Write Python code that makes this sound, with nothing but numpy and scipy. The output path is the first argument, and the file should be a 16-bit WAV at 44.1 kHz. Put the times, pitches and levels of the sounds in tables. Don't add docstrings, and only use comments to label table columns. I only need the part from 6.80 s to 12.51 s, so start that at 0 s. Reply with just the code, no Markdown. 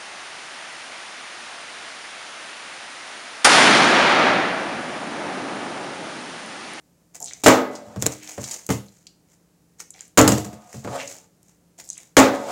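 import sys
import numpy as np
from scipy import signal
from scipy.fft import rfft, irfft
from scipy.io import wavfile

SR = 44100
rng = np.random.default_rng(int(sys.argv[2]) if len(sys.argv) > 2 else 0)


def waveform_to_disk(signal):
    frames = np.transpose(np.atleast_2d(signal))
    scaled = np.clip(frames, -1, 1) * 32767
    samples = np.round(scaled).astype(np.int16)
    wavfile.write(sys.argv[1], SR, samples)


N = 251811
TIME = np.arange(N) / SR
RING_TIME = TIME[:2 * SR // 3]

# start in seconds, shell knock in dB,
# water lag in seconds, water knock in dB, water's low thump in dB, low wall ring in Hz, its dB,
# high wall ring in Hz, its dB, air ring in Hz, its dB.
LANDINGS = [(0.6611, -0.5, .017, -3, -27, 257, -11, 955, -22, 588, -26),
            (3.3743, -11.5, .008, -2.5, -7.5, 309.1, -9, 1344, -14.5, 714, -30.5),
            (5.3678, 0, .0144, -4.5, -21, 280, -28, 846, -10.5, 564.4, -20.5)]
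SLAM_BRIGHT_HZ, SLAM_CRACK_DB, SLAM_CLATTER_S = 3300, -16, 0.022
SLAM_THUMP_DB, SLAM_RING_FACTOR = -22, 1.048
WATER_BRIGHT_HZ, WATER_CRACK_DB, WATER_CLATTER_S, WATER_RING_FACTOR = 1890, -25, 0.023, 0.85
# start in seconds, knock in dB, low thump in dB,
# shell crack in dB, clatter time constant in seconds.
KNOCKS = [(0.6366, -21, -23.5, -24, 0.024), (1.067, -55, -38.5, -61, 0.011),
          (1.1612, -32.5, -21, -49, 0.011), (1.2245, -26.5, -24, -30, 0.0082),
          (1.261, -22, -27.5, -24, 0.0037), (1.579, -28, -26.5, -49, 0.0074),
          (1.8905, -21, -14.5, -31, 0.0066), (1.902, -17.5, -26.5, -29, .019),
          (3.477, -10, -9.5, -11, 0.0041), (3.943, -38.5, -25.5, -51, 0.051),
          (4.047, -28, -29, -44.5, .005), (4.075, -26.5, -28.5, -62, 0.0089)]
KNOCK_BRIGHT_HZ, KNOCK_RING_FACTOR = 850, 0.63
ROCK_START_S, ROCK_GAP_S, ROCK_GAP_GROWTH = 3.518, 0.058, 1.2
ROCK_FALL_DB, ROCK_CLATTER_S = 7.5, 0.014
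ROCK_KNOCK_DB, ROCK_THUMP_DB, ROCK_CRACK_DB = -18.5, -13.5, -27
# nominal pitch in Hz, level in dB, t60 in seconds before the ring factor.
FRAME_MODES = [(83, -8.5, 0.46), (110, -1.5, 0.4), (125.4, -1.5, 0.49), (133.4, -3.5, 0.46),
               (178.5, -4.5, 0.31), (208.3, -2.5, 0.59)]
TOP_MODES = [(213.7, -19, 0.94), (265.6, 4, 0.4), (307.6, -1, 0.48), (340.9, -13, 0.26),
             (428.6, -10.5, 0.27), (449.6, 4.5, .35), (513, -6, 0.42), (562, 0.5, 0.33), (649.6, 1.5, 0.18),
             (710, -11.5, 0.31), (765, -16.5, 0.17), (833, -9.5, 0.48), (891, -12, 0.51), (1106, -4, 0.32),
             (1258, -10, 0.55), (1404, -9, 0.13), (1537, -13.5, 0.23), (1872, -13, 0.16),
             (2000, -14.5, 0.58), (2184, -20, 0.57)]
# frequency in Hz, density in dB per Hz,
# t60 in seconds before the ring factor.
WOOD_RING = [(100, -9, 0.058), (215, -7, 0.35), (280, -2, .5), (500, 0, 0.53), (900, -6, 0.46),
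             (1580, -8.5, 0.46), (2520, -11.5, 0.32), (4670, -21, 0.41), (9150, -21, 0.15),
             (16000, -32.5, 0.18)]
# frequency in Hz, density in dB per Hz.
SHELL_SPECTRUM = [(200, -20), (900, -12), (2200, -3), (3800, -5.5), (7000, -7), (10000, -11),
                  (16000, -11.5)]
# start in seconds, pitch in Hz, level in dB,
# t60 in seconds.
KNOCK_RINGS = [(1.262, 307, -37, 0.87), (1.579, 588, -32, 0.16), (1.892, 447, -29, 0.1),
               (1.893, 2070, -33.5, 0.23)]
# start in seconds, level in dB.
SWAYS = [(3.378, -30), (5.369, -29.5)]
# start in seconds, level in dB.
RATTLES = [(0.6682, -3), (0.6838, 5), (1.2239, -7), (1.265, 3), (3.3781, 1.5), (3.3899, 11.5),
           (3.414, -0.5), (3.4802, -3), (3.491, -8), (3.522, -12), (5.391, 0.5), (5.3999, -5)]
BOUNCE_GAP_S, BOUNCE_FALL_DB = 0.005, 14
# time in seconds, level in dB.
ROLL_CURVES = [
    [(0.9, -46), (0.934, -35), (1.02, -46.5), (1.15, -44)],
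    [(3.7, -43.5), (3.744, -49), (3.814, -50.5), (3.93, -52.5)],
    [(5.56, -26), (5.568, -35), (5.66, -32), (5.71, -22.5)],
]
# time in seconds, level in dB.
DRAG_CURVE = [(4.06, -45.5), (4.164, -28.5), (4.174, -37), (4.212, -36.5), (4.262, -66), (4.44, -63.5)]
# frequency in Hz, density in dB per Hz.
ROLLING_SPECTRUM = [(60, -29), (130, -12.5), (280, -18.5), (430, -12), (600, -2), (720, 4.5), (900, -0.5),
                    (1500, -9), (2300, -16), (4000, -21), (16000, -35)]
# nominal pitch in Hz, level in dB, t60 in seconds.
AIR_MODES = [(562, 16, 0.8), (679, 3.5, 0.68), (1120, 5.5, 0.55), (1230, 6, 1)]
# flick in seconds, flick in dB,
# slosh delay in seconds, slosh length in seconds, slosh in dB, first bubble pitch in Hz.
TOSSES = [(0.356, -44, 0.044, 0.13, -44.5, 9000), (3.003, -43.5, .135, 0.087, -55, 3600),
          (4.997, -41.5, .043, 0.15, -56, 8420)]
FLICK_RISE_S, FLICK_FALL_S = 0.01, 0.02
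POOL_HZ = 2300
GULP_HZ, GULP_DB = 684, -7
GULP_PART = 0.25
# start in seconds, level in dB, pitch in Hz.
DRIPS = [(0.402, -25, 6650), (0.4263, -17.5, 7440), (0.4432, -16, 7210), (0.495, -27, 4610),
         (0.5348, -22.5, 6150), (2.0842, -37, 3980), (3.1052, -22.5, 8290), (3.2078, -26.5, 7360),
         (3.2794, -36, 10020), (5.0895, -21, 7420), (5.1015, -17.5, 7140), (5.13, -25.5, 7140),
         (5.1782, -21.5, 8000)]
# start in seconds, level in dB,
# panel pitch in Hz, decay time constant in seconds.
CRINKLES = [(0.953, -38, 4840, 0.011), (1.434, -30, 2720, 0.0018), (1.4746, -34, 3530, .0036),
            (1.639, -34.5, 5130, 0.014), (1.7117, -27, 5760, 0.0059), (1.741, -34, 6500, .004),
            (1.8654, -33, 9900, 0.0016), (2.268, -39.5, 4100, .005), (3.651, -31.5, 6860, 0.0013),
            (4.159, -39, 6950, .002), (4.275, -34.5, 5900, .005), (4.63, -50, 10000, 0.0017)]
# strongest moment in seconds, level in dB,
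# rise in seconds, fall in seconds.
CREAKS = [(1.53, -54.5, 0.22, 0.011), (4.215, -35, 0.026, 0.012)]
# time in seconds, level in dB.
FIRST_GRAB = [(1.28, -38), (1.424, -53), (1.43, -42.5), (1.542, -40), (1.552, -49), (1.628, -39),
              (1.644, -34.5), (1.666, -42), (1.744, -30.5), (1.776, -46), (1.85, -49)]
SECOND_GRAB = [(3.84, -58.5), (3.934, -45.5), (4.034, -56), (4.044, -44), (4.068, -54), (4.224, -44.5),
               (4.256, -45), (4.266, -43.5), (4.312, -38), (4.44, -61.5)]
# strongest moment in seconds, level in dB, half length in seconds.
SHIFTS = [(1.223, -44.5, 0.019), (2.142, -68, 0.12), (2.523, -66.5, 0.036), (4.698, -67.5, 0.049)]
# frequency in Hz, density in dB per Hz.
SKIN_SPECTRUM = [(100, -11.5), (700, 10.5), (1300, 1), (2200, 6), (3500, -8), (6500, 3.5), (10000, -5.5),
                 (16000, -7.5)]
# frequency in Hz, density in dB per Hz, t60 in seconds.
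ROOM_ECHO = [(100, 10.5, 0.82), (1000, 3, 0.22), (4130, 1, 0.38), (7350, 1.5, 0.22), (10500, -1.5, 0.42),
             (16200, 2, 0.33)]
# frequency in Hz, density in dB per Hz.
QUIET_SPECTRUM = [(25, -30), (65, -23), (160, -15.5), (250, -19.5), (500, -24.5), (1000, -34), (3500, -42),
                  (7000, -36.5), (10000, -41), (16000, -44.5)]
# pitch in Hz, rms level in dB.
HUM = [(64.6, -78.5), (172.3, -66), (301.5, -74)]
PORT_HZ, PORT_Q, PORT_GAIN = 7060, 3.8, 3.12
TOP_HZ = 16000


def contacts(rock_count=4):
    out = []
    for s, shell_db, lag_s, water_db, thump_db, *_ in LANDINGS:
        out.append((s, shell_db, shell_db + SLAM_THUMP_DB, SLAM_CRACK_DB,
                    SLAM_BRIGHT_HZ, SLAM_CLATTER_S, SLAM_RING_FACTOR))
        out.append((s + lag_s, water_db, thump_db, WATER_CRACK_DB,
                    WATER_BRIGHT_HZ, WATER_CLATTER_S, WATER_RING_FACTOR))
    for s, knock_db, thump_db, crack_db, clatter_s in KNOCKS:
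        out.append((s, knock_db, thump_db, crack_db, KNOCK_BRIGHT_HZ, clatter_s, KNOCK_RING_FACTOR))
    s = ROCK_START_S
    for k in range(rock_count):
        lost_db = k * ROCK_FALL_DB
        out.append((s, ROCK_KNOCK_DB - lost_db, ROCK_THUMP_DB - lost_db, ROCK_CRACK_DB - lost_db,
                    KNOCK_BRIGHT_HZ, ROCK_CLATTER_S, KNOCK_RING_FACTOR))
        s += ROCK_GAP_S * ROCK_GAP_GROWTH ** k
    return out


def blows(mode_db=-1, wood_db=-6, contact_db=5, contact_t60_s=0.046, swell_share=0.35):
    table, shell = np.zeros(N), np.zeros(N)
    contact = 1 + undb(contact_db) * fade(contact_t60_s)
    crack_time = RING_TIME[:SR // 4]
    for s, knock_db, thump_db, crack_db, bright_hz, clatter_s, ring_factor in contacts():
        top = undb(mode_db) * modes(TOP_MODES, ring_factor, detune=0.0031)
        top += undb(wood_db) * contact * dense_ring(WOOD_RING, ring_factor)
        top = signal.lfilter(*signal.butter(1, min(bright_hz, SR / 3), fs=SR), top)
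        swell = 1 - np.exp(-RING_TIME / (swell_share * clatter_s))
        frame = swell * modes(FRAME_MODES, ring_factor, detune=0.027)
        add(table, s, undb(knock_db) * top + undb(thump_db) * frame)
        cracks = grains(len(crack_time), spread_db=4.5) * np.exp(-crack_time / clatter_s)
        add(shell, s, undb(crack_db) * colour(cracks, SHELL_SPECTRUM))
    return table, shell


def bottle_rings(rise_share=0.03, low_t60_s=0.5, high_t60_s=0.29, air_t60_s=1.2):
    out, rings = np.zeros(N), list(KNOCK_RINGS)
    for s, _, lag_s, _, _, low_hz, low_db, high_hz, high_db, air_hz, air_db in LANDINGS:
        rings.append((s + lag_s, low_hz, low_db, low_t60_s))
        rings.append((s, high_hz, high_db, high_t60_s))
        rings.append((s + lag_s, air_hz, air_db, air_t60_s))
    for s, hz, db, t60_s in rings:
        build = np.tanh(RING_TIME / (rise_share * t60_s))
        add(out, s, undb(db) * fade(t60_s) * np.sin(2 * np.pi * hz * RING_TIME) * build)
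    return out


def sway(hz=48, t60_s=0.13):
    out = np.zeros(N)
    for s, db in SWAYS:
        add(out, s, undb(db) * fade(t60_s) * np.sin(2 * np.pi * hz * RING_TIME))
    return out


def rattles(ring_hz=7200, ring_s=0.00038, tick_s=0.00068, tick_db=-9, count=3):
    out, t = np.zeros(N), RING_TIME[:SR // 50]
    ring = 0.5 * np.sin(2 * np.pi * ring_hz * t) * np.exp(-t / ring_s)
    for s, db in RATTLES:
        for k in range(count):
            tick = undb(tick_db) * rng.standard_normal(len(t)) * np.exp(-t / tick_s)
            add(out, s + k * BOUNCE_GAP_S, undb(db - k * BOUNCE_FALL_DB) * (tick + ring))
    return out


def rolls(roll_db=-8, drag_db=-4, mode_db=-3, air_db=0, drag_air_db=-1):
    bumps = colour(grains(N, spread_db=2.0), ROLLING_SPECTRUM)
    top_ring = modes(TOP_MODES, ring_factor=0.92, detune=0.002)
    wood = bumps + undb(mode_db) * unit(signal.fftconvolve(bumps, top_ring)[:N])
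    air_ring = modes(AIR_MODES, ring_factor=1.0, detune=0.0023)
    air = unit(signal.fftconvolve(bumps, air_ring)[:N])
    roll_strength = sum(follow(curve) for curve in ROLL_CURVES)
    rolling = undb(roll_db) * roll_strength * (wood + undb(air_db) * air)
    dragging = undb(drag_db) * follow(DRAG_CURVE) * (wood + undb(drag_air_db) * air)
    return rolling + dragging


def water(glide=0.3, size_db=14, gulp_share=0.12, rate_per_s=500, decay_cycles=4, scatter=0.55):
    out, t = np.zeros(N), RING_TIME[:SR // 16]
    for s, _, delay_s, length_s, db, first_hz in TOSSES:
        for when, pitch, size, kind in rng.random((int(rate_per_s * length_s), 4)):
            if kind < gulp_share:
                centre_hz, kind_db = GULP_HZ, GULP_DB
                when, pitch = when * GULP_PART, 0.5 + GULP_PART * (pitch - 0.5)
            else:
                centre_hz, kind_db = first_hz + (POOL_HZ - first_hz) * when, 0
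            hz = centre_hz * np.exp(scatter * (2 * pitch - 1))
            age = hz * t / decay_cycles
            rise = 1 + glide * np.tanh(age / 2) / 2
            bubble = np.sin(2 * np.pi * hz * t * rise) * np.exp(-age)
            add(out, s + delay_s + when * length_s, undb(db + kind_db + size_db * size ** 2) * bubble)
    return out


def drips(gain_db=-14, length_s=0.0019, q=1.9, broad_db=-12):
    out = np.zeros(N)
    for s, db, hz in DRIPS:
        add(out, s, undb(db + gain_db) * snap(hz, length_s, q, broad_db))
    return out


def crinkles(broad_db=-8, q=1.02):
    out = np.zeros(N)
    for s, db, hz, length_s in CRINKLES:
        add(out, s, undb(db) * snap(hz, length_s, q, broad_db))
    return out


def snap(hz, length_s, q, broad_db):
    t = RING_TIME[:SR // 8]
    clicks = grains(len(t), spread_db=2)
    panel = unit(resonate(resonate(clicks, hz, q), hz, q))
    return (panel + undb(broad_db) * clicks) * np.exp(-t / length_s)


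def creaks(hz=2300, q=1.36):
    slips = grains(N, spread_db=5)
    return strokes(CREAKS) * unit(resonate(resonate(slips, hz, q), hz, q))


def rubs(flick_db=-3, first_db=-8, second_db=-8, trail_db=-17, trail_lag_s=0.22, trail_s=0.061, crackle_db=-4):
    size = SR // 170
    grip = undb(4.5 * np.repeat(rng.standard_normal(N // size + 1), size)[:N])
    slips = unit(grip * grains(N, spread_db=4))
    crackle = grains(N, spread_db=7, size=64)
    flicks = strokes([(s, db + flick_db, FLICK_RISE_S, FLICK_FALL_S) for s, db, *_ in TOSSES])
    rustle = strokes([(s + trail_lag_s, db + trail_db, trail_s, trail_s) for s, db, *_ in TOSSES])
    grabs = undb(first_db) * follow(FIRST_GRAB) + undb(second_db) * follow(SECOND_GRAB)
    shifts = strokes([(s, db, half_s, half_s) for s, db, half_s in SHIFTS])
    texture = colour(slips, SKIN_SPECTRUM) + undb(crackle_db) * colour(crackle, SHELL_SPECTRUM)
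    return (flicks + rustle + grabs + shifts) * texture


def room_echo(x, build_s=0.005):
    echo = dense_ring(ROOM_ECHO) * np.tanh(RING_TIME / build_s)
    return signal.fftconvolve(x, echo / np.linalg.norm(echo))[:N]


def room_tone(air_db=-63):
    hum = sum(undb(db) * np.sqrt(2) * np.sin(2 * np.pi * hz * (TIME + rng.random())) for hz, db in HUM)
    return undb(air_db) * colour(rng.standard_normal(N), QUIET_SPECTRUM) + hum


def undb(db):
    return 10 ** (np.asarray(db) / 20)


def unit(x):
    return x / np.sqrt(np.mean(x ** 2) + 1e-20)


def add(track, s, sound):
    start = int(round(s * SR))
    part = sound[:N - start]
    track[start:start + len(part)] += part


def fade(t60_s):
    return np.exp(-np.log(1000) * RING_TIME / t60_s)


def modes(table, ring_factor, detune):
    shifts = 1 + detune * rng.standard_normal(len(table))
    out = 0
    for k, (hz, db, t60_s) in enumerate(table):
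        tone = np.sin(2 * np.pi * hz * shifts[k] * RING_TIME)
        out = out + (-1) ** k * undb(db) * fade(ring_factor * t60_s) * tone
    return out / np.linalg.norm([undb(db) for _, db, _ in table])


def dense_ring(points, ring_factor=1):
    hz = np.fft.rfftfreq(len(RING_TIME), 1 / SR)
    random_phase = np.exp(2j * np.pi * rng.random(len(hz)))
    noise = rfft(unit(irfft(random_phase * undb(at_hz(hz, points)))))
    out = 0
    for centre_hz in 2 ** np.arange(6, 14.6, 0.5):
        band = np.maximum(1 - 2 * np.abs(np.log2((hz + 1) / centre_hz)), 0)
        out = out + irfft(noise * band) * fade(ring_factor * at_hz(centre_hz, points, axis=2))
    return out


def grains(count, spread_db, size=32):
    steps = np.repeat(rng.standard_normal(count // size + 1), size)[:count]
    return unit(rng.standard_normal(count) * undb(spread_db * steps))


def strokes(table):
    out = 0
    for s, db, rise_s, fall_s in table:
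        width_s = np.where(TIME < s, rise_s, fall_s)
        out = out + undb(db) * np.exp(-((TIME - s) / width_s) ** 2)
    return out


def follow(curve, edge_s=0.028):
    times, db = np.array(curve, float).T
    outside = TIME - np.clip(TIME, times[0], times[-1])
    return undb(np.interp(TIME, times, db)) * np.exp(-(outside / edge_s) ** 2)


def at_hz(hz, points, axis=1):
    table = np.array(points, float)
    return np.interp(np.log(np.maximum(hz, 1)), np.log(table[:, 0]), table[:, axis])


def colour(x, points):
    size = 4096
    half = size // 2
    cepstrum = irfft(np.log(undb(at_hz(np.fft.rfftfreq(size, 1 / SR), points))))
    causal = 2 * cepstrum[:half] * (np.arange(half) > 0)
    response = irfft(np.exp(rfft(causal, size)))
    return signal.oaconvolve(x, response / np.linalg.norm(response))[:len(x)]


def resonate(x, hz, q):
    return signal.lfilter(*signal.iirpeak(min(hz, 0.4 * SR), max(q, 0.9), SR), x)


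def scene(echo_db=-3, crinkle_db=-4, shell_db=-2, close_echo_db=-4):
    table, shell = blows()
    air = undb(shell_db) * shell + creaks() + rolls() + water()
    close = undb(crinkle_db) * crinkles() + drips() + rubs()
    room = undb(echo_db) * room_echo(air + undb(close_echo_db) * close)
    near = air + close + room + table + sway() + bottle_rings() + rattles()
    port = PORT_GAIN * resonate(near, PORT_HZ, PORT_Q)
    return (near + port + room_tone())[None]


def record(dry, knee=6, low_cut_hz=35, ceiling=0.69):
    lean = signal.lfilter(*signal.butter(2, low_cut_hz, "high", fs=SR), dry)
    flat = lean / (1 + np.abs(lean / ceiling) ** knee) ** (1 / knee)
    return signal.fftconvolve(flat, signal.firwin(161, TOP_HZ, fs=SR)[None], "same")


dry = scene()
out = record(dry)
waveform_to_disk(out)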